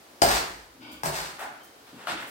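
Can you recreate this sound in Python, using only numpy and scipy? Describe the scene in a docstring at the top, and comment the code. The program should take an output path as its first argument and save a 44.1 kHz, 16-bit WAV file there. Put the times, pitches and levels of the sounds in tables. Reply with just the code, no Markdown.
"""A hoe chops twice into a heap of damp clay: bursts of clicks, dull thuds, and ringing blade and handle.
Its blade drags gritty earth over concrete, made of random clicks, and sings faintly as it slides off.
Rubber boots then tread into the heap: filtered clicks crumble, and humming bands of noise are the boot
shafts flexing. Crumbs drop and the heap rumbles. Hard walls answer all of these with fading noise,
and faint outdoor air, a steady noise, lies behind."""
import sys
import numpy as np
from scipy import signal
from scipy.fft import rfft, irfft, next_fast_len
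from scipy.io import wavfile
from scipy.ndimage import uniform_filter1d

SR = 44100
rng = np.random.default_rng(int(sys.argv[2]) if len(sys.argv) > 2 else 0)


def materialize(psi):
    """Save the field psi as 16-bit PCM at rate SR to the path in sys.argv[1].

    A 1-D psi becomes a single channel; in a 2-D psi each row is a channel.
    """
    bounded = np.clip(np.atleast_2d(psi).T, -1, 1)
    quanta = np.round(bounded * 32767).astype(np.int16)
    wavfile.write(sys.argv[1], SR, quanta)


N = 101429
TIME = np.arange(N) / SR  # seconds

# All levels are those of a source before it is placed in the yard.
# Rise and hold are lengths; release is the time to fade to about a third. t60 is the time to fade by 60 dB.

# the hoe lands, then jolts against clods: [t/s, crack level/dB, ring level/dB, blade pitch ratio, thud level/dB]
HOE_CONTACTS = [(0.2182, -11.5, -12, 0.97, -26), (0.2212, -22, -11, 0.99, -31),
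                (0.2365, -37, -18, 0.96, -48.5), (0.2515, -29, -20.5, 1.01, -41),
                (0.2878, -19, -20.5, 1.0, -39), (1.0333, -27.5, -32.5, 1.16, -28.5),
                (1.0575, -23, -28.5, 0.94, -39.5)]
# ways the clay-damped blade rings, before the pitch ratio: [f/Hz, level/dB, t60/s]
BLADE_MODES = [(466, -28, 0.05), (601, -11, 0.091), (713.3, 0, 0.077), (773.5, -2, 0.12),
               (823.7, -1.5, 0.12), (960, -17, 0.022), (1136, -13, 0.046), (1408, -1.5, 0.024),
               (2300, -15, 0.02), (3070, -12, 0.016), (4785, -5.5, 0.026), (4950, -4, 0.0069),
               (7700, -24, 0.0098)]
# a blow sets the wooden handle ringing: [t/s, level/dB, f/Hz]
HANDLE_RINGS = [(0.2205, -21, 815), (1.035, -26, 825)]
# the blade grinds through earth on concrete: [t/s, rise/s, hold/s, release/s, level/dB]
DRAG_STROKES = [(0.23, 0.0024, 0.043, 0.1, -20.5), (0.278, 0.029, 0.057, 0.013, -25),
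                (1.053, 0.0025, 0.006, 0.01, -23.5), (1.12, 0.01, 0.023, 0.078, -26)]
# the blade slides lightly off the heap: [t/s, rise/s, hold/s, release/s, level/dB]
SLIDE_STROKES = [(0.799, 0.019, 0.088, 0.056, -46)]
# resonances of the blade clear of the clay: [f/Hz, width/Hz, level/dB]
FREE_BLADE_MODES = [(600, 220, -8), (1000, 420, -3), (1480, 47, -5.5), (2274, 160, -3), (2650, 580, -4.5),
                    (3175, 58, -5), (3250, 590, -4), (3760, 180, -13), (4760, 470, -6)]
# the blade sings thinly as it grazes the floor: [t/s, rise/s, hold/s, release/s, level/dB]
SQUEAK_STROKES = [(1.602, 0.01, 0.024, 0.015, -57.5), (1.652, 0.012, 0.022, 0.012, -62.5),
                  (1.72, 0.03, 0.065, 0.02, -67.5)]
# clay is crushed under a boot: [t/s, rise/s, hold/s, release/s, level/dB, lowest f/Hz, highest f/Hz]
BOOT_STEPS = [(1.3845, 0.001, 0.0028, 0.0055, -40, 1000, 2190),
              (1.39, 0.0032, 0.03, 0.027, -37.5, 520, 2110), (1.504, 0.0048, 0.011, 0.067, -51, 504, 1950),
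              (1.864, 0.0066, 0.021, 0.038, -56, 700, 3970), (1.935, 0.065, 0.096, 0.032, -50.5, 150, 2630),
              (2.07, 0.00087, 0.0038, 0.011, -30.5, 775, 2550),
              (2.077, 0.0076, 0.019, 0.022, -34, 129, 4000),
              (2.175, 0.001, 0.0035, 0.0052, -37.5, 910, 3460),
              (2.182, 0.0073, 0.013, 0.056, -45, 188, 2410), (2.201, 0.001, 0.0025, 0.0027, -40, 890, 2900),
              (2.224, 0.001, 0.0033, 0.0045, -38, 900, 2350)]
# hollow knock of a boot coming down: [t/s, rise/s, hold/s, release/s, level/dB, f/Hz]
BOOT_KNOCKS = [(1.402, 0.0054, 0.038, 0.012, -42, 776), (2.082, 0.01, 0.038, 0.014, -47.5, 290)]
# a rubber shaft flexes and its air hums: [t/s, rise/s, hold/s, release/s, level/dB, f/Hz]
SHAFT_FLEXES = [(0.11, 0.022, 0.048, 0.028, -58.5, 300), (0.739, 0.01, 0.03, 0.013, -49.5, 256),
                (0.791, 0.0056, 0.16, 0.03, -43.5, 274.4), (1.419, 0.012, 0.087, 0.023, -51, 280),
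                (1.919, 0.009, 0.057, 0.0052, -44, 245)]
# crumbs drop: [t/s, level/dB]
CRUMB_DROPS = [(0.11, -57), (0.609, -54), (0.724, -52), (0.916, -35.5), (1.395, -40), (1.634, -42),
               (1.868, -48), (1.95, -50), (2.2, -43), (2.222, -44), (2.272, -36)]
# the heap shifts under hoe or boot: [t/s, rise/s, hold/s, release/s, level/dB]
HEAP_SHIFTS = [(0.235, 0.026, 0.059, 0.066, -39), (0.46, 0.0099, .02, 0.027, -46),
               (0.883, 0.037, 0.13, 0.067, -55.5), (1.035, 0.023, 0.089, 0.049, -48.5),
               (2.113, 0.012, 0.016, .02, -56.5)]
# tone colours, the balance of low and high in each noise: [f/Hz, relative level/dB]
CRACK_COLOUR = [(200, -35), (700, 9), (2000, 3.5), (3000, -3), (5000, 5), (6200, -2.5), (8300, 4),
                (10500, -9.5), (16000, -17)]
THUD_COLOUR = [(40, 0), (70, -21), (110, -4), (155, 2), (250, -2.5), (330, -5.5), (500, -2.5), (900, 0),
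               (3000, -18.5)]
GRIT_COLOUR = [(100, -31), (300, -4.5), (700, 4.5), (1600, 4.5), (3200, -3), (4600, 0.5), (6000, -5),
               (8500, -5), (10500, -12), (13000, -12), (16000, -13.5)]
CLAY_COLOUR = [(60, -9), (150, -5.5), (300, -6), (480, -2.5), (700, 0), (1050, -2.5), (1450, 1.5),
               (2200, -3.5), (4000, -2.5), (6000, -7), (8500, -2), (11000, -11), (16000, -13)]
CRUMB_COLOUR = [(150, -25), (2000, -12), (4500, -3), (8000, 0), (16000, 0)]
HEAP_COLOUR = [(20, -29), (40, -14), (55, 1), (80, -8.5), (115, -22.5), (300, -39)]
AIR_COLOUR = [(20, -10), (60, -5.5), (150, -6.5), (300, 2.5), (600, 1.5), (1200, -2), (3000, -8.5),
              (4700, -8.5), (7000, -13.5), (16000, -17)]
# how long the yard's echoes last: [f/Hz, t60/s]
YARD_T60 = [(60, 0.85), (250, 0.63), (700, 0.47), (2000, 0.54), (5000, 0.38), (9000, 0.27), (16000, 0.2)]
# how alike left and right are in sound from all sides: [f/Hz, likeness from -1 to 1]
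LIKENESS = [(60, 0.87), (130, 0.93), (290, 0.86), (640, 0.38), (1400, -0.19), (3000, 0.055), (8000, 0.026)]

CRACK_S, THUD_S = 0.0024, 0.023  # each is both a hold and a release
BITE_S = 0.00202  # rise of the thud, and longest delay of the blade's low modes
HANDLE_T60_S = 0.15
DRAG_GRAINS_PER_S, DRAG_ROUGH_DB, DRAG_RING_DB = 750, 4, -15.5
STONES_PER_S, STONE_ROUGH_DB, STONE_DB = 110, 2, -9
SLIDE_GRIT_DB = -12
SQUEAK_HZ, SQUEAK_WAVER_HZ = 3120, 10.9  # centre and typical wander of the pitch
STEP_GRAINS_PER_S, STEP_ROUGH_DB = 900, 3
STEP_GRIT_DB = -13  # fine grit heard over the whole range
KNOCK_T60_S = 0.032
SHAFT_WIDTH_HZ = 74  # width of the shaft's hum; the foot's is narrower by TOE_RATIO
TOE_RATIO, TOE_DB = 0.513, -12.5  # the foot of the boot hums lower and softer
CRUMB_S, CRUMB_ROUGH_DB = 0.0065, 3
AIR_DB = -52

# placing: extra delay at the right, left-right tilt each way, direct level, walls' level
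HOE_LAG_S, HOE_PAN_DB, HOE_DIRECT_DB, HOE_YARD_DB = .00035, 2, -8, -1.5
CHOP_DIRECT_DB, CHOP_YARD_DB = -2, 0
STONE_YARD_DB, SQUEAK_YARD_DB = -6, -7
BOOT_LAG_S, BOOT_PAN_DB, BOOT_DIRECT_DB, BOOT_YARD_DB = -.00007, 1.6, 0.5, 5
FLEX_DIRECT_DB, FLEX_YARD_DB = -4.5, -10.5
HEAP_DIRECT_DB, HEAP_YARD_DB = 2, -8
WALL_DELAY_S, WALL_BUILD_S = 0.0022, 0.0052
YARD_TREBLE_PAN_DB = -1.3  # minus tilts the echoes' treble to the right

MIC_LOW_CUT_HZ, CUTOFF_HZ = 46, 15900
# the gain drops by AGC_SLOPE dB per dB held above the threshold; the held dB fall at the recovery speed
AGC_THRESHOLD_DB, AGC_SLOPE, AGC_RECOVERY_DB_PER_S = -27, 0.33, 8.5


def from_db(db):
    """Turn decibels into a gain."""
    return 10 ** (np.asarray(db) / 20)


def at_hz(points, hz):
    """Read a table between its points, with pitch spaced as we hear it (logarithmically)."""
    f, value = np.transpose(points)
    return np.interp(np.log(np.maximum(hz, 1)), np.log(f), value)


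def colour(x, spectrum):
    """Filter to the given tone colour with no sound ahead of its cause; white noise keeps its level."""
    size = 2 * next_fast_len(N)
    gain = from_db(at_hz(spectrum, np.fft.rfftfreq(size, 1 / SR)))
    level_gain = gain / np.sqrt(np.mean(gain ** 2))
    # fold the log spectrum's backward half onto its forward half
    cepstrum = irfft(np.log(level_gain))
    cepstrum[1:size // 2] *= 2
    cepstrum[size // 2 + 1:] = 0
    response = np.exp(rfft(cepstrum))
    return irfft(rfft(x, size) * response)[..., :N]


def envelope(start, rise, hold, release, db):
    """Loudness shape: a straight rise, a hold, then an exponential fade."""
    age = TIME - start
    rising = np.clip(age / max(rise, 1 / SR), 0, 1)
    fading = np.exp(-np.maximum(age - rise - hold, 0) / max(release, 1 / SR))
    return from_db(db) * rising * fading


def grains(per_s, rough_db):
    """Grit as random clicks of uneven size, scaled to an average (rms) level of 1."""
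    sizes = from_db(rough_db * np.minimum(rng.exponential(1, N), 4))
    happens = rng.random(N) < per_s / SR
    clicks = sizes * rng.choice([-1, 1], N) * happens
    return clicks / np.sqrt(np.mean(clicks ** 2) + 1e-20)


def ring(x, hz, t60):
    """A resonance: a click of height 1 sets off a fading sine that starts at height 1."""
    r = from_db(-60 / (t60 * SR))  # loss per sample
    w = 2 * np.pi * hz / SR
    return signal.lfilter([0, np.sin(w)], [1, -2 * r * np.cos(w), r * r], x + 1e-18)


def band_pass(x, low_hz, high_hz):
    """Keep the range between two pitches."""
    return signal.sosfilt(signal.butter(2, [low_hz, high_hz], "band", fs=SR, output="sos"), x)


def as_loud(x, model):
    """Scale x to the power of the model."""
    return x * np.std(model) / np.std(x)


def strokes(table):
    """Add up the loudness shapes of all rows."""
    return sum(envelope(*row) for row in table)


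def blade(force, pitch):
    """A struck or rubbed blade rings in many modes at once; the low ones answer a little later."""
    out = 0
    for hz, db, t60 in BLADE_MODES:
        lag = int(BITE_S * SR * min(1, BLADE_MODES[2][0] / hz))
        out = out + from_db(db) * ring(np.roll(force, lag), hz * pitch, t60)
    return out


def chops():
    """Each contact cracks grit, rings the blade and thuds into the clay."""
    crack, thud, rings = 0, 0, 0
    for s, crack_db, ring_db, pitch, thud_db in HOE_CONTACTS:
        crack = crack + envelope(s, 0, CRACK_S, CRACK_S, crack_db)
        thud = thud + envelope(s, BITE_S, THUD_S, THUD_S, thud_db)
        click = signal.unit_impulse(N, int(s * SR))
        rings = rings + from_db(ring_db) * blade(click, pitch)
    cracking = colour(crack * grains(per_s=7000, rough_db=2.0), CRACK_COLOUR)
    thudding = colour(thud * rng.standard_normal(N), THUD_COLOUR)
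    return cracking + thudding + rings


def handle():
    """The wooden handle bends to and fro after a blow and gives a short woody knock."""
    out = 0
    for s, db, hz in HANDLE_RINGS:
        click = signal.unit_impulse(N, int(s * SR))
        out = out + from_db(db) * ring(click, hz, HANDLE_T60_S)
    return out


def drags():
    """Grit breaks under the moving blade and keeps it ringing."""
    force = strokes(DRAG_STROKES) * grains(DRAG_GRAINS_PER_S, DRAG_ROUGH_DB)
    ringing = as_loud(blade(force, pitch=1.05), force)
    return colour(force, GRIT_COLOUR) + from_db(DRAG_RING_DB) * ringing


def stones():
    """Sparser clicks: the dragging blade snaps small stones or dry lumps."""
    snaps = strokes(DRAG_STROKES) * grains(STONES_PER_S, STONE_ROUGH_DB)
    return from_db(STONE_DB) * colour(snaps, GRIT_COLOUR)


def slides():
    """Light friction, as noise, keeps the free blade's resonances sounding over a little grit."""
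    stroke = strokes(SLIDE_STROKES)
    grit = colour(stroke * grains(DRAG_GRAINS_PER_S, DRAG_ROUGH_DB), GRIT_COLOUR)
    out = from_db(SLIDE_GRIT_DB) * grit
    for hz, width_hz, db in FREE_BLADE_MODES:
        tone = band_pass(rng.standard_normal(N), hz - width_hz / 2, hz + width_hz / 2)
        out = out + from_db(db) * as_loud(stroke * tone, stroke)
    return out


def squeaks():
    """Stick and slip lock on to one resonance of the blade: a sine whose pitch wavers a little."""
    waver = uniform_filter1d(rng.standard_normal(N), size=600)
    hz = SQUEAK_HZ + SQUEAK_WAVER_HZ * waver / np.std(waver)
    return strokes(SQUEAK_STROKES) * np.sin(2 * np.pi * np.cumsum(hz) / SR)


def steps():
    """Lumps crumble under the sole, each tread in its own range, and the boot gives a hollow knock."""
    force, knock = 0, 0
    for *shape, low_hz, high_hz in BOOT_STEPS:
        lumps = envelope(*shape) * grains(STEP_GRAINS_PER_S, STEP_ROUGH_DB)
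        grit = envelope(*shape) * grains(STEP_GRAINS_PER_S, STEP_ROUGH_DB)
        crumbling = as_loud(band_pass(lumps, low_hz, high_hz), lumps)
        force = force + crumbling / 2 + from_db(STEP_GRIT_DB) * grit
    for *shape, hz in BOOT_KNOCKS:
        push = envelope(*shape) * rng.standard_normal(N)
        hollow = ring(np.diff(push, prepend=0), hz, KNOCK_T60_S)
        knock = knock + as_loud(hollow, push)
    return colour(force, CLAY_COLOUR) + knock


def flexes():
    """Rubber buckles in an even run of soft slips that sound the air in the shaft and the foot."""
    out = 0
    for *shape, hz in SHAFT_FLEXES:
        for ratio, db in (1, 0), (TOE_RATIO, TOE_DB):
            low_hz = ratio * (hz - SHAFT_WIDTH_HZ / 2)
            high_hz = ratio * (hz + SHAFT_WIDTH_HZ / 2)
            hum = band_pass(grains(per_s=900, rough_db=1), low_hz, high_hz)
            # divide by the running level so that the hum stays even
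            evened = hum / np.sqrt(np.abs(uniform_filter1d(hum ** 2, size=900)) + 1e-9)
            out = out + from_db(db) * envelope(*shape) * evened
    return out


def crumbs():
    """Small bits of earth break on the concrete in short, bright bursts of clicks."""
    bursts = sum(envelope(s, 0, 0, CRUMB_S, db) for s, db in CRUMB_DROPS)
    return colour(bursts * grains(per_s=1200, rough_db=CRUMB_ROUGH_DB), CRUMB_COLOUR)


def heap():
    """The shifting mass of earth rumbles: bursts of low noise."""
    return colour(strokes(HEAP_SHIFTS) * rng.standard_normal(N), HEAP_COLOUR)


def diffuse_noise(size):
    """Spectrum of white noise reaching two microphones from all sides, and its frequencies."""
    hz = np.fft.rfftfreq(size, 1 / SR)
    mid, side = rfft(rng.standard_normal((2, size)))
    alike = np.clip(at_hz(LIKENESS, hz), -1, 1)
    shared = np.sqrt((1 + alike) / 2) * mid
    opposed = np.sqrt((1 - alike) / 2) * side * [[1], [-1]]
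    return shared + opposed, hz


def yard():
    """Answer of the walls to one click: dense echoes that die band by band over a second."""
    noise, hz = diffuse_noise(SR)
    age, out = TIME[:SR], 0
    build = np.clip((age - WALL_DELAY_S) / WALL_BUILD_S, 0, 1)
    edges = np.r_[0, np.geomspace(90, SR / 2, 16)]
    for low, high in zip(edges, edges[1:]):
        band = irfft(noise * ((hz >= low) & (hz < high)), SR)
        band = band * from_db(-60 * age / at_hz(YARD_T60, (low + high) / 2)) * build
        pan = from_db(YARD_TREBLE_PAN_DB * (low > 5000) * np.array([[1], [-1]]))
        # each band gets energy in step with its width
        out = out + pan * band * np.sqrt(4 * (high - low) / SR / np.sum(band ** 2))
    return out


def place(x, walls, lag_s, pan_db, direct_db, yard_db):
    """Direct sound, later at the right microphone by the lag, plus the walls' answer."""
    left = x * from_db(pan_db)
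    right = np.roll(x, int(round(lag_s * SR))) * from_db(-pan_db)
    echoes = signal.fftconvolve(x[None], walls, axes=1)[:, :N]
    return from_db(direct_db) * np.array([left, right]) + from_db(yard_db) * echoes


def spread(source, spots, *position):
    """Earth breaks at several spots at once, and the walls answer each spot differently."""
    return sum(place(source(), walls, *position) for walls in spots) / np.sqrt(len(spots))


def outdoor_air():
    """Faint air from all sides: steady coloured noise."""
    noise, _ = diffuse_noise(2 * next_fast_len(N))
    return from_db(AIR_DB) * colour(irfft(noise)[:, :N], AIR_COLOUR)


def gain_control(x):
    """The recorder turns itself down a little after loud sounds and recovers slowly."""
    smooth = signal.butter(1, 8, fs=SR)
    power = signal.lfilter(*smooth, np.mean(x ** 2, axis=0))
    level_db = 10 * np.log10(power + 1e-12)
    excess_db = np.maximum(level_db - AGC_THRESHOLD_DB, 0)
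    # hold the highest excess so far while it falls at a steady speed
    recovery = AGC_RECOVERY_DB_PER_S * TIME
    held_db = np.maximum.accumulate(excess_db + recovery) - recovery
    return x * from_db(-AGC_SLOPE * signal.lfilter(*smooth, held_db))


def scene():
    """Hoe to the left, boots slightly left, rumble central in its direct sound, air all round."""
    spots = [yard() for _ in range(3)]
    at_hoe = HOE_LAG_S, HOE_PAN_DB, HOE_DIRECT_DB, HOE_YARD_DB
    at_boots = BOOT_LAG_S, BOOT_PAN_DB, BOOT_DIRECT_DB, BOOT_YARD_DB
    hoe_side = HOE_LAG_S, HOE_PAN_DB
    boot_side = BOOT_LAG_S, BOOT_PAN_DB
    blows = place(chops() + handle(), yard(), *hoe_side, CHOP_DIRECT_DB, CHOP_YARD_DB)
    grit = spread(drags, spots, *at_hoe) + place(crumbs(), spots[1], *at_hoe)
    grit = grit + place(stones(), spots[2], *hoe_side, 0, STONE_YARD_DB)
    sliding = spread(slides, spots, *at_hoe)
    sliding = sliding + place(squeaks(), spots[0], *hoe_side, 0, SQUEAK_YARD_DB)
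    boots = spread(steps, spots, *at_boots)
    boots = boots + place(flexes(), spots[0], *boot_side, FLEX_DIRECT_DB, FLEX_YARD_DB)
    rumble = place(heap(), spots[2], 0, 0, HEAP_DIRECT_DB, HEAP_YARD_DB)
    return blows + grit + sliding + boots + rumble + outdoor_air()


def record(dry):
    """The deepest bass is lost, the gain rides, peaks are rounded, the top is cut."""
    low_cut = signal.butter(6, MIC_LOW_CUT_HZ, "high", fs=SR, output="sos")
    top_cut = signal.ellip(12, .1, 80, CUTOFF_HZ, fs=SR, output="sos")
    heard = signal.sosfilt(low_cut, dry)
    rounded = np.tanh(gain_control(heard))
    return signal.sosfilt(top_cut, rounded)


dry = scene()
out = record(dry)
materialize(out)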